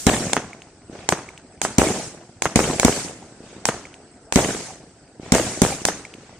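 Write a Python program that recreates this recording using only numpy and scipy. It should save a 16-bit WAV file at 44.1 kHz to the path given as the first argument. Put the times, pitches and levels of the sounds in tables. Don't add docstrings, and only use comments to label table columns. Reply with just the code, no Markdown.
import sys
import numpy as np
from scipy import signal
from scipy.fft import rfft, irfft, next_fast_len
from scipy.io import wavfile
from scipy.ndimage import uniform_filter1d, map_coordinates

SR = 44100
rng = np.random.default_rng(int(sys.argv[2]) if len(sys.argv) > 2 else 0)


def waveform_to_disk(signal):
    frames = np.transpose(np.atleast_2d(signal))
    scaled = np.clip(frames, -1, 1) * 32767
    samples = np.round(scaled).astype(np.int16)
    wavfile.write(sys.argv[1], SR, samples)


N = 281799
T = np.arange(SR) / SR
LIFT_WALL_S = .0341

# (f/Hz, level/dB)
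STAR_COLOUR = [(880, -13), (1500, -8.5), (2190, -8.5), (3730, -7), (6310, 3), (8320, 3.5), (10600, -8),
               (11900, -13.5), (14800, -11), (16000, -45)]
# (f/Hz, level/dB)
BOOM_ROLL_COLOUR = [(18, -51), (30, 25), (96, -8), (206, 3.5), (237, -2.5), (762, -5), (1060, -14.5),
                    (1730, -14.5), (2250, -13), (4000, -19.5), (5200, -81), (8800, -120)]
# (f/Hz, t60/s)
BOOM_ROLL_T60 = [(60, 0.96), (300, 0.9), (1000, 0.88), (4000, 0.64)]
# (delay/ms, level/dB, ring f/Hz, time to ring peak/ms)
FENCE_ECHOES = [(129, -41, 1160, 0.39), (198.6, -27.5, 2230, 0.88), (215, -37, 550, 0.73),
                (287, -27.5, 2750, 0.25), (486.5, -47, 2250, 0.53), (753, -43, 2400, .3)]


def amp(db):
    return 10 ** (np.asarray(db) / 20)


def along(points, hz):
    f, v = np.transpose(points)
    return np.interp(np.log(hz + 1), np.log(f + 1), v)


def add(out, x, s):
    part = out[:, round(s * SR):][:, :x.shape[-1]]
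    part += x[..., :part.shape[1]]


def rush(spectrum, n, patchy_db, t60=None):
    # (f/Hz, likeness)
    likeness = [(60, .985), (400, 0.99), (700, 0.9), (1300, 0.86), (2400, 0.32), (4400, 0.016),
                (15000, .02)]
    hz, t, z = signal.stft(rng.standard_normal((2, n)), SR, nperseg=512)

    field = uniform_filter1d(rng.standard_normal(z.shape[1:]), size=5, axis=0)
    field = uniform_filter1d(field, size=3, axis=1)

    gain = amp(along(spectrum, hz))[:, None]
    gain = gain / np.sqrt(np.mean(gain ** 2))
    gain = gain * amp(patchy_db * field / field.std())
    if t60:
        gain = gain * amp(-60 * t / along(t60, hz)[:, None])

    turn = np.arccos(np.clip(along(likeness, hz), 0, 1))[:, None] / 2
    mid, side = np.cos(turn) * z[0], np.sin(turn) * z[1]
    stereo = np.array([mid + side, mid - side]) * gain
    return signal.istft(stereo, SR, nperseg=512)[1][:, :n]


def night():
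    # (f/Hz, level/dB)
    colour = [(18, -24), (30, -17), (80, 16), (92, -4.5), (321, 4.5), (599, -7), (676, -0.5), (1090, -15),
              (1490, -10.5), (1600, -13.5), (3700, -24), (4820, -15.5), (7070, -22), (7970, -9),
              (9200, -20.5), (12000, -126), (20200, -120)]
    # (t/s, level/dB)
    level = [(0, -45), (.5, -50.5), (1.401, -48.5), (2.3, -52.5), (3.299, -47), (4.199, -48.5),
             (4.998, -51), (6.39, -50)]
    s, db = np.transpose(level)
    out = amp(np.interp(np.arange(N) / SR, s, db)) * rush(colour, N, patchy_db=3)
    earlier_db, earlier_t60 = -31.5, .7
    add(out, amp(earlier_db - 60 * T / earlier_t60) * rush(STAR_COLOUR, SR, patchy_db=0), 0)
    return out


def crack(ms):
    # (f/Hz, level/dB)
    colour = [(880, -2.5), (1500, -20.5), (2190, 1.5), (2690, -11.5), (3220, -7.5), (4730, -7.5), (6760, 1),
              (9650, -7.5), (11000, -23.5), (16000, -31)]
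    n = SR // 20
    envelope = np.roll(np.exp(-T[:n] * 1000 / ms), 44)
    z = rfft(rng.standard_normal((2, n)) * envelope, axis=1)
    gain = amp(along(colour, np.fft.rfftfreq(n, 1 / SR)))
    return irfft(z * gain / np.sqrt(np.mean(gain ** 2)), n) * amp([[-1.5], [1.5]])


def blast(hz, front, front_ms, cycles, lag_ms):
    t = T[:SR // 20] - .0003 - np.array([[lag_ms], [-lag_ms]]) / 2000
    t = np.maximum(t, 0)
    push = front * np.sin(np.pi * np.minimum(t / front_ms * 1000, 1))
    late = np.maximum(t - front_ms / 1000, 0)
    suction = np.sin(2 * np.pi * hz * late) * np.exp(-late * hz / cycles)
    return push - suction


def slaps(pulse, span, t60, count):
    when, size, side = rng.random((count, 3)).T
    at = (when * span * SR).astype(int)
    fall_db = -60 * when * span / t60
    size_db = -1.8 * np.log(size + 0.063)
    side_db = np.outer([1, -1], 3 * side - 1.5)
    gain = amp(fall_db + size_db) * amp(side_db)
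    train = np.array([np.bincount(at, g, SR // 2) for g in gain])
    return signal.fftconvolve(train, pulse, axes=1)


def hiss(burn, rise, fade, end, dull_db):
    # (f/Hz, t60/s)
    star_t60 = [(2000, 2.14), (8000, 1.18), (10500, 1.07), (13000, 0.44)]
    burning = 1 / (1 + np.exp(np.clip((T - burn) / end, -50, 50)))
    glow = (1 - np.exp(-T / rise)) * (burning + amp(-10))
    colour = [(hz, db - dull_db * hz / 1000) for hz, db in STAR_COLOUR]
    decay = [(hz, fade * t60) for hz, t60 in star_t60]
    return glow * rush(colour, SR, patchy_db=3, t60=decay)


def roll(spectrum, t60, rise):
    knots = rng.standard_normal(SR // 200 + 4)
    lumps = amp(3.8 * map_coordinates(knots, [np.arange(SR) / 200]))
    return (1 - np.exp(-T / rise)) * lumps * rush(spectrum, SR, patchy_db=3, t60=t60)


def thud():
    return blast(hz=302, front=0.1, front_ms=0.98, cycles=0.51, lag_ms=.05)


def shells():
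    # (t/s, boom level/dB, roll level/dB, star burn/s, height)
    bursts = [(.067, -3, -18.5, 0.32, 0.99), (1.7833, -2, -18.5, 0.32, -.15),
              (2.5581, -2.5, -19.5, 0.46, .09), (2.8484, -1, -22.5, 0.24, -0.052),
              (4.3582, -2.5, -19.5, 0.37, 0.96), (5.321, -2.5, -21, 0.68, 0.87),
              (5.6179, -2, -24, 0.14, 0.89)]
    # ground, car, wall, in ms
    low_ms, high_ms = np.array([4.25, 12.5, 33.7]), np.array([4.9, 16.4, 31.5])
    wall_low_db, wall_high_db = 6, 1.5
    stars_db = -26.5
    out = np.zeros((2, N))
    for s, db, roll_db, burn, height in bursts:
        ground, car, wall = s + (low_ms + height * (high_ms - low_ms)) / 1000
        wall_db = wall_low_db + height * (wall_high_db - wall_low_db)

        add(out, amp(db - 2) * crack(ms=1.9), s - .001)
        add(out, amp(db - 1) * crack(ms=0.56), s + 0.00071)
        add(out, amp(db + 5) * blast(hz=225, front=.2, front_ms=.25, cycles=.65, lag_ms=-.2), s)
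        thump = -blast(hz=57.4, front=0, front_ms=0.73, cycles=0.58, lag_ms=0)
        add(out, amp(db + np.array([[-5], [-35]])) * thump, s)

        add(out, amp(db + 3.5) * blast(hz=330, front=.35, front_ms=.4, cycles=.42, lag_ms=-.15), ground)
        add(out, amp(db - 1.5) * blast(hz=230, front=.3, front_ms=.25, cycles=.45, lag_ms=-.1), car)
        add(out, amp(db - 25) * crack(ms=2.3), car)

        knock = blast(hz=400, front=.75, front_ms=.4, cycles=.36, lag_ms=.12)
        add(out, amp(wall_db - 3.7) * (knock + amp(-25) * crack(ms=0.99)), wall)
        add(out, amp(roll_db - 1) * slaps(knock, span=.45, t60=0.4, count=60), wall)
        double = blast(hz=330, front=.15, front_ms=.4, cycles=.35, lag_ms=.12)
        add(out, amp(wall_db - 8) * double, wall + car - s)

        add(out, amp(stars_db) * hiss(burn, rise=0.0019, fade=1.055, end=0.023, dull_db=0), s)
        crackle = slaps(crack(ms=0.35), span=.4, t60=1.47, count=90)
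        add(out, amp(stars_db - 3.5) * crackle, s)
        add(out, amp(roll_db) * roll(BOOM_ROLL_COLOUR, BOOM_ROLL_T60, rise=0.0062), s)
        for fence_ms, *_ in FENCE_ECHOES[:2]:
            add(out, amp(db - 17) * (thud() + amp(-17) * crack(ms=7.6)), s + fence_ms / 1000)
    return out


def lifts():
    # (t/s, crack level/dB, wall echo level/dB, comet hiss level/dB)
    charges = [(0.3328, -0.5, -0.5, -25.5), (1.0900, 0, 0.5, -20.5), (1.6165, -5, -3.5, -16.5),
               (2.4218, -3, -1.5, -20), (2.7978, -0.5, -2, -17.5), (3.6544, -1.5, -0.5, -17.5),
               (4.3242, -4, -18, -19), (5.349, -2.5, -7, -19.5), (5.8523, 2, -5, -16)]
    # (f/Hz, level/dB)
    roll_colour = [(24, -34), (40, -18), (119, 9), (227, 2.5), (302, 9), (510, -4.5), (749, -2.5),
                   (1140, -6.5), (1710, -8.5), (5000, -26), (6500, -12), (11000, -120)]
    # (f/Hz, t60/s)
    roll_t60 = [(60, 0.64), (300, 0.56), (1000, 0.79), (4000, 1)]
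    wall_roll_t60 = [(500, 0.055), (2500, 0.14)]
    car_s, shed_s = .0095, .0418
    out = np.zeros((2, N))
    for s, db, wall_db, hiss_db in charges:
        wall = s + LIFT_WALL_S

        add(out, amp(db - 5.5) * crack(ms=2.02), s - .0012)
        add(out, amp(db - 3) * blast(hz=480, front=1, front_ms=.2, cycles=.22, lag_ms=-.06), s - .0003)
        bounce = blast(hz=750, front=1.1, front_ms=.2, cycles=.3, lag_ms=.06)
        add(out, amp(db - 8) * bounce * amp([[-2.5], [1.5]]), s + .0009)

        panel = blast(hz=800, front=0.38, front_ms=0.28, cycles=2.2, lag_ms=-0.11)
        add(out, amp(db - 21.5) * (panel + amp(-9) * crack(ms=2.2)), s + car_s)

        knock = blast(hz=520, front=1.15, front_ms=.36, cycles=.3, lag_ms=.06)
        add(out, amp(wall_db - 1) * knock, wall - .0003)
        ping = blast(hz=2260, front=0.32, front_ms=0.18, cycles=3.1, lag_ms=.06)
        add(out, amp(wall_db - 20) * ping, wall)
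        add(out, amp(wall_db - 25) * slaps(knock, span=0.18, t60=0.53, count=40), wall)
        add(out, amp(wall_db - 17.5) * crack(ms=1.5), wall - .001)

        shed = blast(hz=633, front=0.18, front_ms=0.15, cycles=0.46, lag_ms=0.1)
        add(out, amp(wall_db - 16.5) * shed, s + shed_s)

        for ms, echo_db, echo_hz, ring_ms in FENCE_ECHOES:
            u = T[:400] * 1000 / ring_ms
            ring = np.sin(2 * np.pi * echo_hz * T[:400]) * u * np.exp(1 - u)
            add(out, amp(db + echo_db) * (ring + 0.2 * crack(ms=3.9)[:, :400]), s + ms / 1000)

        comet = hiss(burn=0.037, rise=0.042, fade=0.37, end=0.0057, dull_db=0)
        add(out, amp(hiss_db) * comet, s)
        add(out, amp(-35) * roll(roll_colour, roll_t60, rise=0.0017), s)
        add(out, amp(-37.5) * roll(roll_colour, roll_t60, rise=0.0017), wall)
        add(out, amp(-19) * roll(roll_colour, wall_roll_t60, rise=0.00033), wall)
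    return out


def far_houses():
    # (t/s, level/dB)
    answers = [(0.8961, -20), (3.4038, -23.5), (5.1964, -18), (6.149, -26)]
    out = np.zeros((2, N))
    for s, db in answers:
        add(out, amp(db) * thud(), s)
        add(out, amp(db - 4) * thud(), s + LIFT_WALL_S)
        add(out, amp(db - 14.5) * roll(BOOM_ROLL_COLOUR, BOOM_ROLL_T60, rise=0.087), s)
        add(out, amp(db - 22) * hiss(burn=.4, rise=.1, fade=.9, end=.05, dull_db=2.3), s)
    return out


def scene():
    return night() + shells() + lifts() + far_houses()


def record(dry):
    bass_hz, top_hz = 30.3, 16200
    m = next_fast_len(N + 8192)
    hz = np.fft.rfftfreq(m, 1 / SR)
    bass_cut = (1j * hz / (1j * hz + bass_hz)) ** 2
    x = irfft(rfft(dry, m) * bass_cut, m)
    x = x / (1 + np.abs(x) ** 6) ** (1 / 6)
    band = np.clip((top_hz - hz) / 500 + .5, 0, 1)
    x = irfft(rfft(x) * band, m)[:, :N]
    return np.clip(x, -1, 1)


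dry = scene()
out = record(dry)
waveform_to_disk(out)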